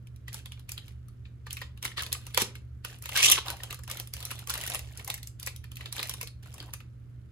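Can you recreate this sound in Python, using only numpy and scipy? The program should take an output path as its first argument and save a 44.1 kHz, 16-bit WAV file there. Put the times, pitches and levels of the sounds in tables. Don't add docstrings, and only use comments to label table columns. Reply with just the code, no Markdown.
import sys
import numpy as np
from scipy import signal
from scipy.fft import rfft, irfft, next_fast_len
from scipy.io import wavfile
from scipy.ndimage import uniform_filter1d

SR = 44100
rng = np.random.default_rng(int(sys.argv[2]) if len(sys.argv) > 2 else 0)


def master(y):
    cut = np.clip(np.atleast_2d(y).T, -1, 1)
    pcm = np.round(cut * 32767)
    wavfile.write(sys.argv[1], SR, pcm.astype(np.int16))


N = 322371
TIME = np.arange(N) / SR

# frequency in Hz, level in dB.
BODY_COLOUR = [(100, -24.5), (220, -8), (400, 0.5), (540, 5.5), (660, -7.5), (800, 3.5), (1200, 11),
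               (1600, 3.5), (3000, -38)]
BAND_HZ = [250, 600, 1200, 2200, 3800, 6500, 10000, 15000]
# frequency in Hz, likeness from 0 to 1.
LIKENESS = [(150, .95), (500, .78), (1200, .68), (2200, .45), (4000, .36), (6500, .3), (8500, .6),
            (10500, .85), (14000, .9)]


def snaps(body_db=-4.0, crack_db=0, edge_db=-1, facet_db=-4, main_db=-3, spike_db=-4,
          lead_db=-15, lead_s=0.0034, lead_edge_db=-7):
    # start in seconds, crack level in dB, sheet body and bright edge
    # in dB relative to the crack before the common trims above, facet pitch in Hz.
    buckles = [(0.071, -58.5, -10, -0.5, 3080), (.161, -65, -22, 5, 3860), (.281, -41.5, -8, -7, 1950),
               (0.3294, -52.5, -10, 8, 4860), (0.343, -46, 1, 9, 4320), (.458, -45, -5, -2, 3440),
               (0.52, -45, -9, -4.5, 3530), (0.575, -59.5, -1, -19, 2380), (0.5948, -57.5, -3, 2, 3900),
               (0.6918, -42, -10, 2, 2410), (0.7181, -47.5, -4, 11.5, 4650), (.778, -38.5, -9, -9.5, 3100),
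               (0.8807, -53.5, -5, -1.5, 3000), (1.084, -61.5, -16, 3.5, 1200),
               (1.254, -54, -31, -34, 2510), (1.467, -45.5, 3.5, -6.5, 1790), (1.507, -39.5, -18, -5, 3100),
               (1.529, -50.5, -6, 16, 4600), (1.569, -39, -30, -6.5, 2600), (1.616, -36, -4, -11, 1910),
               (1.775, -54.5, -4, -4.5, 3000), (1.827, -41.5, -4, 5, 3260), (1.837, -43, -6, -9, 3640),
               (1.917, -46, -12, -14, 1880), (1.8514, -30.5, -6.5, -1.5, 2120),
               (1.9782, -34, -1, -13, 4240), (2.022, -38.5, -6.5, 4, 1080), (2.034, -38.5, -18.5, -1, 3030),
               (2.064, -40, -8, -4, 4430), (2.12, -38.5, -12, -9, 3550), (2.1274, -33, -11.5, 7.5, 4260),
               (2.149, -41, 0.5, -15, 2570), (2.267, -47.5, -0.5, 4.5, 2800), (2.3455, -34, -9.5, 0, 3400),
               (2.375, -21.5, 0.5, 0, 3340), (2.418, -34.5, -7, 8.5, 3740),
               (2.5538, -45, -19.5, -4.5, 2200), (2.848, -36, -3.5, -1, 2680), (2.986, -67, 2, 12, 3000),
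               (3.023, -57.5, 2, 15.5, 4200), (3.039, -50, -8, 3, 2560), (3.057, -39, -3, 0.5, 2190),
               (3.0913, -38, -1.5, -1, 2860), (3.174, -36.5, -15, 10, 2210), (3.299, -38, -1, 18.5, 3600),
               (3.315, -32.5, -16, 16.5, 3100), (3.3204, -32.5, -11, 16, 3245),
               (3.483, -34.5, -1, -6, 4050), (3.502, -40.5, 5, 7, 3570), (3.568, -52.5, -6, 3, 2080),
               (3.602, -45, -6, -20, 1830), (3.6343, -39, -2, 1.5, 3050), (3.707, -38, -5.5, -3.5, 3880),
               (3.727, -42.5, 3, 2.5, 3050), (3.744, -48.5, -13, 7, 4270), (3.79, -55.5, 6, 4, 1690),
               (3.8356, -53.5, -8, 7, 1720), (3.8773, -46.5, 2, .5, 3050), (3.899, -42, 0, 2.5, 2220),
               (3.913, -39, -5.5, 6, 3320), (3.971, -47.5, -8, 6, 3200), (3.9984, -40.5, -5, 6, 3260),
               (4.073, -55, -2, 9, 3240), (4.1365, -42, -7, 7.5, 4520), (4.166, -47, -6, 1, 3060),
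               (4.204, -46.5, -4.5, 2, 4300), (4.227, -42, -5, -2, 3220), (4.252, -42, -27, 8.5, 5700),
               (4.306, -40.5, -7, -4, 2210), (4.3128, -37, 1, 1, 2770), (4.391, -50.5, -10, 7.5, 4050),
               (4.473, -44.5, 0.5, 6.5, 3230), (4.4964, -35, -1, 2, 5160), (4.5017, -33.5, -27, 3.5, 1440),
               (4.5389, -36, -6.5, 3.5, 3750), (4.553, -42, 4, 0.5, 2030), (4.577, -42.5, -2, 6, 1280),
               (4.612, -40, -13, 2, 2980), (4.6365, -37.5, -17, -0.5, 2000), (4.664, -45, -12, 8.5, 2720),
               (4.675, -42.5, -13, 9, 1900), (4.699, -42, -7, 9, 2200), (4.719, -38, -21, -15, 3900),
               (4.737, -47, -8, 9, 1960), (4.7465, -38.5, 2, 9, 2700), (4.754, -36.5, -10, -0.5, 3160),
               (4.792, -45, -7, 6, 2680), (4.974, -49, -5, 7.5, 6500), (4.995, -47, -0.5, -4, 1850),
               (5.046, -55, -0.5, 14.5, 4970), (5.0769, -42.5, -12, 7.5, 2110),
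               (5.101, -31.5, -6.5, -0.5, 3740), (5.1415, -41.5, -16.5, 8, 2120),
               (5.178, -50.5, -10.5, 2, 1830), (5.23, -48, -16, 4, 4170), (5.272, -54, -12, 13.5, 4760),
               (5.3978, -49.5, -12, 7, 6020), (5.4286, -45.5, -6, 5.5, 4650), (5.463, -46, -10.5, 12, 5340),
               (5.472, -34, -4, -0.5, 2220), (5.562, -52, -20, 7, 3800), (5.641, -49, -4.5, -4, 1820),
               (5.7167, -50, -4, 1.5, 3170), (5.757, -53, -23, 4, 4400), (5.769, -44, -19, -1, 2740),
               (5.8085, -41, -7, -11, 1960), (5.858, -38.5, -6, -13, 3700), (5.9256, -40, -6, 5.5, 4090),
               (5.965, -42.5, -8.5, 1, 2340), (5.981, -37, -5, -9, 3100), (5.9932, -31.5, -3, -14, 4000),
               (6, -42.5, -5, -1, 3320), (6.029, -33.5, -11.5, 0.5, 4160), (6.072, -56, -5, 13, 3900),
               (6.0946, -38, -4, 7, 5800), (6.112, -42, -7.5, -7, 3100), (6.138, -43.5, -1.5, 6, 3740),
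               (6.2122, -37, -11, 2, 2270), (6.2294, -46, -1.5, 7.5, 2200), (6.2728, -44, -15, -1, 4300),
               (6.43, -61.5, -2, 3.5, 1780), (6.459, -55.5, 2.5, -4, 1970), (6.5407, -57.5, 6, 13, 2350),
               (6.581, -51.5, -2, 1, 2680), (6.602, -41.5, -10, -11, 4680), (6.626, -51.5, 1, -1, 1580),
               (6.736, -43, -0.5, 7.5, 2560), (6.804, -51, -1.5, -8, 2570)]
    # frequency in Hz, level in dB.
    crack_colour = [(600, -35.5), (1100, -3), (1600, -5), (2500, 0.5), (3300, 0.5), (4400, -0.5),
                    (5800, -14.5), (7500, -10.5), (11000, -49)]
    edge_colour = [(3500, -30.5), (5500, 2), (7000, -2), (10000, 2.5), (11800, -1.5), (13300, 4),
                   (14700, -6.5), (16000, -4.5)]
    facet_octaves = .5
    facet_sag = 0.047
    facet_cycles = 6
    out = np.zeros((2, N))
    t = np.arange(SR // 25) / SR
    body, crack, edge = colour(BODY_COLOUR), colour(crack_colour), colour(edge_colour)
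    noises = np.split(port_noise(len(t) * len(buckles)).sum(axis=0), len(buckles), axis=1)
    for (s, db, low_db, high_db, hz), noise in zip(buckles, noises):
        facet_hz = hz * 2 ** (facet_octaves * rng.standard_normal(size=(6, 1)))
        mix = rng.standard_normal((2, len(facet_hz)))
        ring = unit(mix @ (np.sin(2 * np.pi * facet_hz * t) * np.exp(-t * facet_hz / facet_cycles)))

        phase = rng.uniform(-1, 1) * np.pi / 3 * np.array([[1], [-1]])
        main_s = facet_cycles / hz
        turns = hz * np.cumsum(1 + facet_sag * (np.exp(-t / main_s) - .5)) / SR
        envelope = (1 - np.exp(-t * hz / 2)) * np.exp(-t / main_s)
        main = unit(np.sin(2 * np.pi * turns + phase) * envelope)

        low_burst = burst(noise, rise_s=0.0017, fast_s=0.005, slow_s=0.0087, slow_db=-17)
        low = unit(convolve(low_burst, body))
        mid_burst = burst(noise, rise_s=0.0045, fast_s=0.00051, slow_s=0.0086, slow_db=5.5)
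        mid = unit(convolve(mid_burst + undb(facet_db) * ring, crack))
        mid = unit(mid + undb(main_db) * main)
        high_burst = burst(noise, rise_s=.0006, fast_s=.001, slow_s=.005, slow_db=-14)
        high = unit(convolve(high_burst, edge))
        snap = undb(low_db + body_db) * low + undb(crack_db) * mid + undb(high_db + edge_db) * high
        snap = undb(db) * snap * np.sqrt(0.0094 * SR)

        spike = convolve(noise * np.exp(-((t - .0006) / .0003) ** 2), edge)
        add(out, s, snap + undb(db + high_db + spike_db) * spike / np.max(np.abs(spike)))

        lead_in = noise[:, ::-1] * np.exp(-t[::-1] / lead_s)
        lead_in = unit(convolve(lead_in, crack)) + undb(high_db + lead_edge_db) * unit(convolve(lead_in, edge))
        add(out, s - t[-1], undb(lead_db) * unit(lead_in) * np.sqrt(np.sum(snap ** 2) / 2))
    return out


def pulls(body_db=-4, fibre_db=-2.0, edge_db=-3.0, ring_db=-6.0, squeal_db=-2):
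    # start in seconds,
    # hold in seconds, level in dB, then relative to it, before the common trims above,
    # paper body in dB, bright edge in dB, squeal in dB.
    surges = [(1.976, 0.036, -34, -8.5, -8, -4.5), (2.402, 0.024, -29.5, -5, 0.5, -7.5),
              (3.16, 0.019, -24, -11.5, -2.5, -7), (3.187, 0.028, -25, -14.5, -5, -4),
              (3.229, 0.039, -21.5, -15.5, 3.5, -0.5), (3.281, 0.011, -26, -10.5, 0.5, 7),
              (3.299, 0.012, -24.5, -5.5, -5, -7), (3.319, 0.013, -27, -14, -7.5, 8.5),
              (3.348, 0.012, -31, -10, -9, -1), (3.377, 0.013, -29, -3.5, -10, -3.5)]
    # time in seconds, slips per second in Hz.
    slip_pace = [(1.98, 1850), (2.01, 1650), (2.025, 1100), (2.39, 2100), (2.405, 1850), (2.425, 1800),
                 (3.14, 1700), (3.172, 1530), (3.184, 2200), (3.22, 2300), (3.255, 2750), (3.285, 3550),
                 (3.3, 3650), (3.318, 3100), (3.335, 2950), (3.355, 2400), (3.374, 1350), (3.39, 950)]
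    # frequency in Hz, level in dB.
    fibre_colour = [(600, -24.5), (1100, 0.5), (1700, -7.5), (2600, 5.5), (3300, 6), (4400, 2), (5800, -15),
                    (7500, -20), (11000, -30)]
    fibre_edge_colour = [(3500, -42.5), (5500, 4), (7000, 0), (9000, 2), (11000, -5.5), (13500, -6),
                         (16000, -20)]
    out = np.zeros((2, N))
    t = np.arange(-SR // 20, SR // 5) / SR
    layer_colours = (BODY_COLOUR, fibre_colour, fibre_edge_colour)
    for s, hold_s, db, low_db, high_db, slip_db in surges:
        force = undb(db) * swell(t, hold_s, attack_s=0.016, release_s=0.0032)
        breaks = grains(len(t), rate=1700, spread_db=1.4, patchy_db=4.5, ring_s=0.00097)
        body, fibres, edge = (even(convolve(breaks, colour(c)), even_s=0.023) for c in layer_colours)
        tearing = undb(body_db + low_db) * body + undb(fibre_db) * fibres + undb(edge_db + high_db) * edge

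        hz = np.interp(s + t, *np.transpose(slip_pace))
        ring = facets(hz, rate=330, octaves=.17, cycles=13, spread_db=4)
        tone = squeal(hz, jitter=.05, steady_s=.0016, octave_db=-7)
        slip = undb(ring_db) * even(ring, even_s=0.018) + undb(squeal_db) * tone
        add(out, s + t[0], force * (tearing + undb(slip_db) * slip))
    return out


def handling(crinkle_db=-0.5, facet_db=-5, rustle_db=-2, facet_hz=2700, paper_hz=800):
    # start in seconds, hold in seconds,
    # film crinkle in dB, paper rustle in dB, both before the common trims above.
    grips = [(0.325, 0.065, -52.5, -64), (0.457, 0.12, -75, -78), (0.712, 0.2, -64.5, -75),
             (1.505, 0.12, -56, -71), (1.843, 0.025, -42, -56), (2.01, 0.16, -59, -58),
             (2.21, 0.15, -59, -71), (2.361, 0.045, -59, -55), (2.849, 0.095, -52.5, -60),
             (3.02, 0.11, -57, -70), (3.118, 0.22, -41, -48.5), (3.456, 0.06, -42.5, -51),
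             (3.563, 0.12, -58.5, -58.5), (3.697, 0.025, -52, -55), (3.888, 0.12, -48, -53.5),
             (4.145, 0.28, -52.5, -59.5), (4.485, 0.28, -44.5, -51.5), (4.806, 0.18, -58, -63.5),
             (4.987, 0.031, -54, -55.5), (5.062, 0.045, -61, -57), (5.413, 0.054, -58, -65),
             (5.788, 0.1, -59, -59.5), (5.951, 0.13, -46, -51.5), (6.168, .04, -56, -61),
             (6.427, 0.13, -60.5, -65.5), (6.554, .14, -60.5, -59)]
    # frequency in Hz, level in dB.
    crinkle_colour = [(400, -6), (1000, -15), (1500, -6.5), (3000, 5.5), (4400, -1.5), (6500, -4),
                      (10000, -4), (13300, -5), (14500, -10), (16000, -13)]
    film_gain, paper_gain = undb(-80.5), undb(-91)
    for s, hold_s, film_db, paper_db in grips:
        pressure = swell(TIME - s, hold_s, attack_s=0.0074, release_s=0.019)
        film_gain = np.maximum(film_gain, undb(film_db) * pressure)
        paper_gain = np.maximum(paper_gain, undb(paper_db) * pressure)
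    creases = grains(N, rate=520, spread_db=3.6, patchy_db=5.5, ring_s=.0012)
    creases = convolve(creases, colour(crinkle_colour))
    flips = facets(np.full(N, facet_hz), rate=280, octaves=.55, cycles=4.5, spread_db=4.4)
    paper = facets(np.full(N, paper_hz), rate=320, octaves=.6, cycles=1.7, spread_db=4.2)
    film = undb(crinkle_db) * even(creases, even_s=0.047) + undb(facet_db) * even(flips, even_s=0.057)
    return film * film_gain + undb(rustle_db) * even(paper, even_s=0.022) * paper_gain


def rubs(attack_s=.01, release_s=.006):
    # start in seconds, hold in seconds, level in dB, pitch in Hz.
    drags = [(3.282, 0.016, -38.5, 1150), (3.464, 0.022, -41.5, 1020), (3.514, 0.032, -43.5, 800),
             (4.7, 0.06, -48, 790), (5.08, 0.028, -44, 780), (6.63, 0.012, -63, 1500),
             (6.687, 0.0066, -50, 950)]
    out = np.zeros((2, N))
    t = np.arange(-SR // 20, SR // 5) / SR
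    for s, hold_s, db, hz in drags:
        scrape = squeal(np.full(len(t), hz), jitter=.17, steady_s=.0015, octave_db=-13)
        add(out, s + t[0], undb(db) * swell(t, hold_s, attack_s, release_s) * scrape)
    return out


def flaps():
    # start in seconds, level in dB, pitch it settles at in Hz.
    pops = [(2.377, -25, 484), (2.4212, -31, 212), (2.4221, -27.5, 370), (5.102, -61.5, 560),
            (6.231, -40.5, 442), (6.609, -42, 290)]
    out = np.zeros(N)
    t = np.arange(SR // 10) / SR
    for s, db, hz in pops:
        turns = hz * (t + .0012 * (1 - np.exp(-t / .004)))
        add(out, s, undb(db) * np.sin(2 * np.pi * turns) * np.exp(-t / .007))
    return out


def room(x, build_s=0.001):
    # frequency in Hz, time to decay by 60 dB in seconds, reverberation level in dB.
    reverberation = [(400, 0.41, -6.5), (1322, .3, -10.5), (3930, 0.24, -6.5), (8900, 0.19, -3.5),
                     (13900, 0.17, -18)]
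    t = np.arange(SR // 3) / SR
    hop = SR // 4
    shapes = []
    for hz in BAND_HZ:
        decay = np.exp(-np.log(1000) * t / along(reverberation, hz))
        shape = unit(decay * (1 - np.exp(-t / build_s)))
        shapes.append([undb(along(reverberation, hz, 2)) * shape])
    out = x.copy()
    fade = np.sin(np.pi * np.arange(2 * hop) / (2 * hop))
    for start in range(0, N - hop, hop):
        part = x[1:, start:start + 2 * hop]
        response = np.sum(port_noise(len(t)) * shapes, axis=0)
        add(out, start / SR, signal.fftconvolve(part * fade[:part.shape[-1]], response, axes=-1))
    return out


def off_centre(x, corner_hz=3800):
    # frequency in Hz, left minus right in dB.
    port_shade = [(200, -4), (700, 1.8), (2000, -0.4), (4000, -0.4), (5700, -2), (8500, 0.5), (11000, -0.5),
                  (13500, .2)]
    port_lag = 13
    size = next_fast_len(N + SR // 10, True)
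    hz = np.arange(size // 2 + 1) * SR / size
    lag_s = port_lag / SR * (1 - np.exp(-(hz / corner_hz) ** 2))
    shade = undb(along(port_shade, hz) / 2)
    left_right = np.array([shade * np.exp(-2j * np.pi * hz * lag_s), 1 / shade])
    return irfft(rfft(x, size) * left_right, size)[:, :N]


def clinic(air_db=-48.0, hum_db=-48.0, hum_hz=120.3, right_db=2, apart_db=-2):
    # frequency in Hz, level in dB.
    air_colour = [(15, -43), (30, -16), (50, -10.5), (60, -5), (72, 4.5), (86, -7), (110, -4), (150, -15.5),
                  (280, -24.5), (500, -36), (900, -48), (1350, -41), (2000, -47.5), (4000, -57),
                  (14000, -63), (16000, -76)]
    common, apart = convolve(rng.standard_normal((2, N)), colour(air_colour, size=16384))
    apart_colour = colour([(60, -12.5), (300, -0.5), (1500, 3.0), (16000, 1.5)])
    apart = convolve(apart, apart_colour)[0] * undb(apart_db)
    waver_db = .5 * np.interp(TIME, np.arange(30) / 4, rng.standard_normal(30))
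    hum = np.sqrt(2) * undb(hum_db + waver_db) * np.sin(2 * np.pi * hum_hz * TIME)
    both = undb(air_db) * np.array([common + apart, common - apart]) + hum
    return both * undb(np.array([[-right_db], [right_db]]) / 2)


def burst(noise, rise_s, fast_s, slow_s, slow_db):
    t = np.arange(noise.shape[-1]) / SR
    decay = np.exp(-t / fast_s) + undb(slow_db) * np.exp(-t / slow_s)
    return unit(noise * (1 - np.exp(-t / rise_s)) * decay)


def grains(length, rate, spread_db, patchy_db, ring_s):
    fires = np.flatnonzero(rng.random(length) < rate / SR)
    sizes_db = spread_db * np.minimum(rng.exponential(size=len(fires)), 4)
    tints_db = patchy_db * np.clip(rng.standard_normal((len(fires), len(BAND_HZ))), -2, 2)
    out = np.zeros((2, length))
    for hz, tint_db, noise in zip(BAND_HZ, tints_db.T, port_noise(length)):
        energy = np.zeros(length)
        energy[fires] = undb(sizes_db + tint_db) ** 2
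        keep = np.exp(-2 / (SR * ring_s * np.sqrt(4000 / hz)))
        out += noise * np.sqrt(signal.lfilter([1 - keep], [1, -keep], energy + 1e-18))
    return out


def facets(centre_hz, rate, octaves, cycles, spread_db):
    out = np.zeros((2, len(centre_hz)))
    t = np.arange(SR // 50) / SR
    fires = np.flatnonzero(rng.random(len(centre_hz)) < rate / SR)
    draws = np.clip(rng.standard_normal((len(fires), 3)), -2, 2)
    for i, (pitch, size, skew) in zip(fires, draws):
        hz = centre_hz[i] * 2 ** (octaves * pitch)
        phase = skew * np.sqrt(-np.log(along(LIKENESS, hz)) / 2) * np.array([[1], [-1]])
        ring = np.exp(-t * hz / cycles) * (1 - np.exp(-t * hz))
        add(out, i / SR, undb(spread_db * size) * ring * np.sin(2 * np.pi * hz * t + phase))
    return out


def squeal(hz, jitter, steady_s, octave_db):
    wander = uniform_filter1d(rng.standard_normal((3, len(hz))), int(steady_s * SR) + 1)
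    pace, *strength = unit(wander) * np.sqrt(len(hz))
    phase = 2 * np.pi * np.cumsum(hz * (1 + jitter * pace)) / SR
    return (1 + np.array(strength) / 2) * (np.sin(phase) + undb(octave_db) * np.sin(2 * phase))


def swell(t, hold_s, attack_s, release_s):
    return np.clip(1 + t / attack_s, 0, 1) ** 2 * np.exp(-np.maximum(t - hold_s, 0) / release_s)


def even(x, even_s):
    power = uniform_filter1d(np.mean(x ** 2, axis=0), int(even_s * SR) + 1)
    return x / np.sqrt(np.abs(power) + np.mean(power) / 100 + 1e-30)


def port_noise(length):
    size = next_fast_len(length, True)
    hz = np.arange(size // 2 + 1) * SR / size
    likeness = along(LIKENESS, hz)
    gains = np.sqrt([(1 + likeness) / 2, (1 - likeness) / 2])
    common, apart = rfft(rng.standard_normal((2, size))) * gains
    pair = np.array([common + apart, common - apart])
    shares = (along(np.transpose([BAND_HZ, row]), hz) for row in np.eye(len(BAND_HZ)))
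    return np.array([irfft(pair * share, size)[:, :length] for share in shares])


def along(points, hz, column=1):
    points = np.array(points)
    return np.interp(np.log(np.maximum(hz, 1)), np.log(points[:, 0]), points[:, column])


def colour(points, size=1024):
    hz, db = np.transpose(points)
    bins = np.maximum(np.arange(size // 2 + 1) * SR / size, 1)
    cepstrum = irfft(np.log(undb(np.interp(np.log(bins), np.log(hz), db))))
    cepstrum[1:size // 2] *= 2
    cepstrum[size // 2 + 1:] = 0
    return unit(irfft(np.exp(rfft(cepstrum))))


def convolve(x, response):
    return signal.fftconvolve(np.atleast_2d(x), np.atleast_2d(response), axes=-1)[:, :x.shape[-1]]


def unit(x):
    return x / np.sqrt(np.sum(x ** 2, axis=-1, keepdims=True) + 1e-30)


def undb(db):
    return 10 ** (np.asarray(db) / 20)


def add(track, s, sound):
    part = track[..., max(int(s * SR), 0):][..., :sound.shape[-1]]
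    part += sound[..., :part.shape[-1]]


def scene():
    pouch = snaps() + handling() + pulls() + rubs() + flaps()
    return off_centre(room(pouch)) + clinic()


def record(dry):
    return signal.sosfilt(signal.ellip(10, .2, 80, 15800, fs=SR, output="sos"), dry)


dry = scene()
out = record(dry)
master(out)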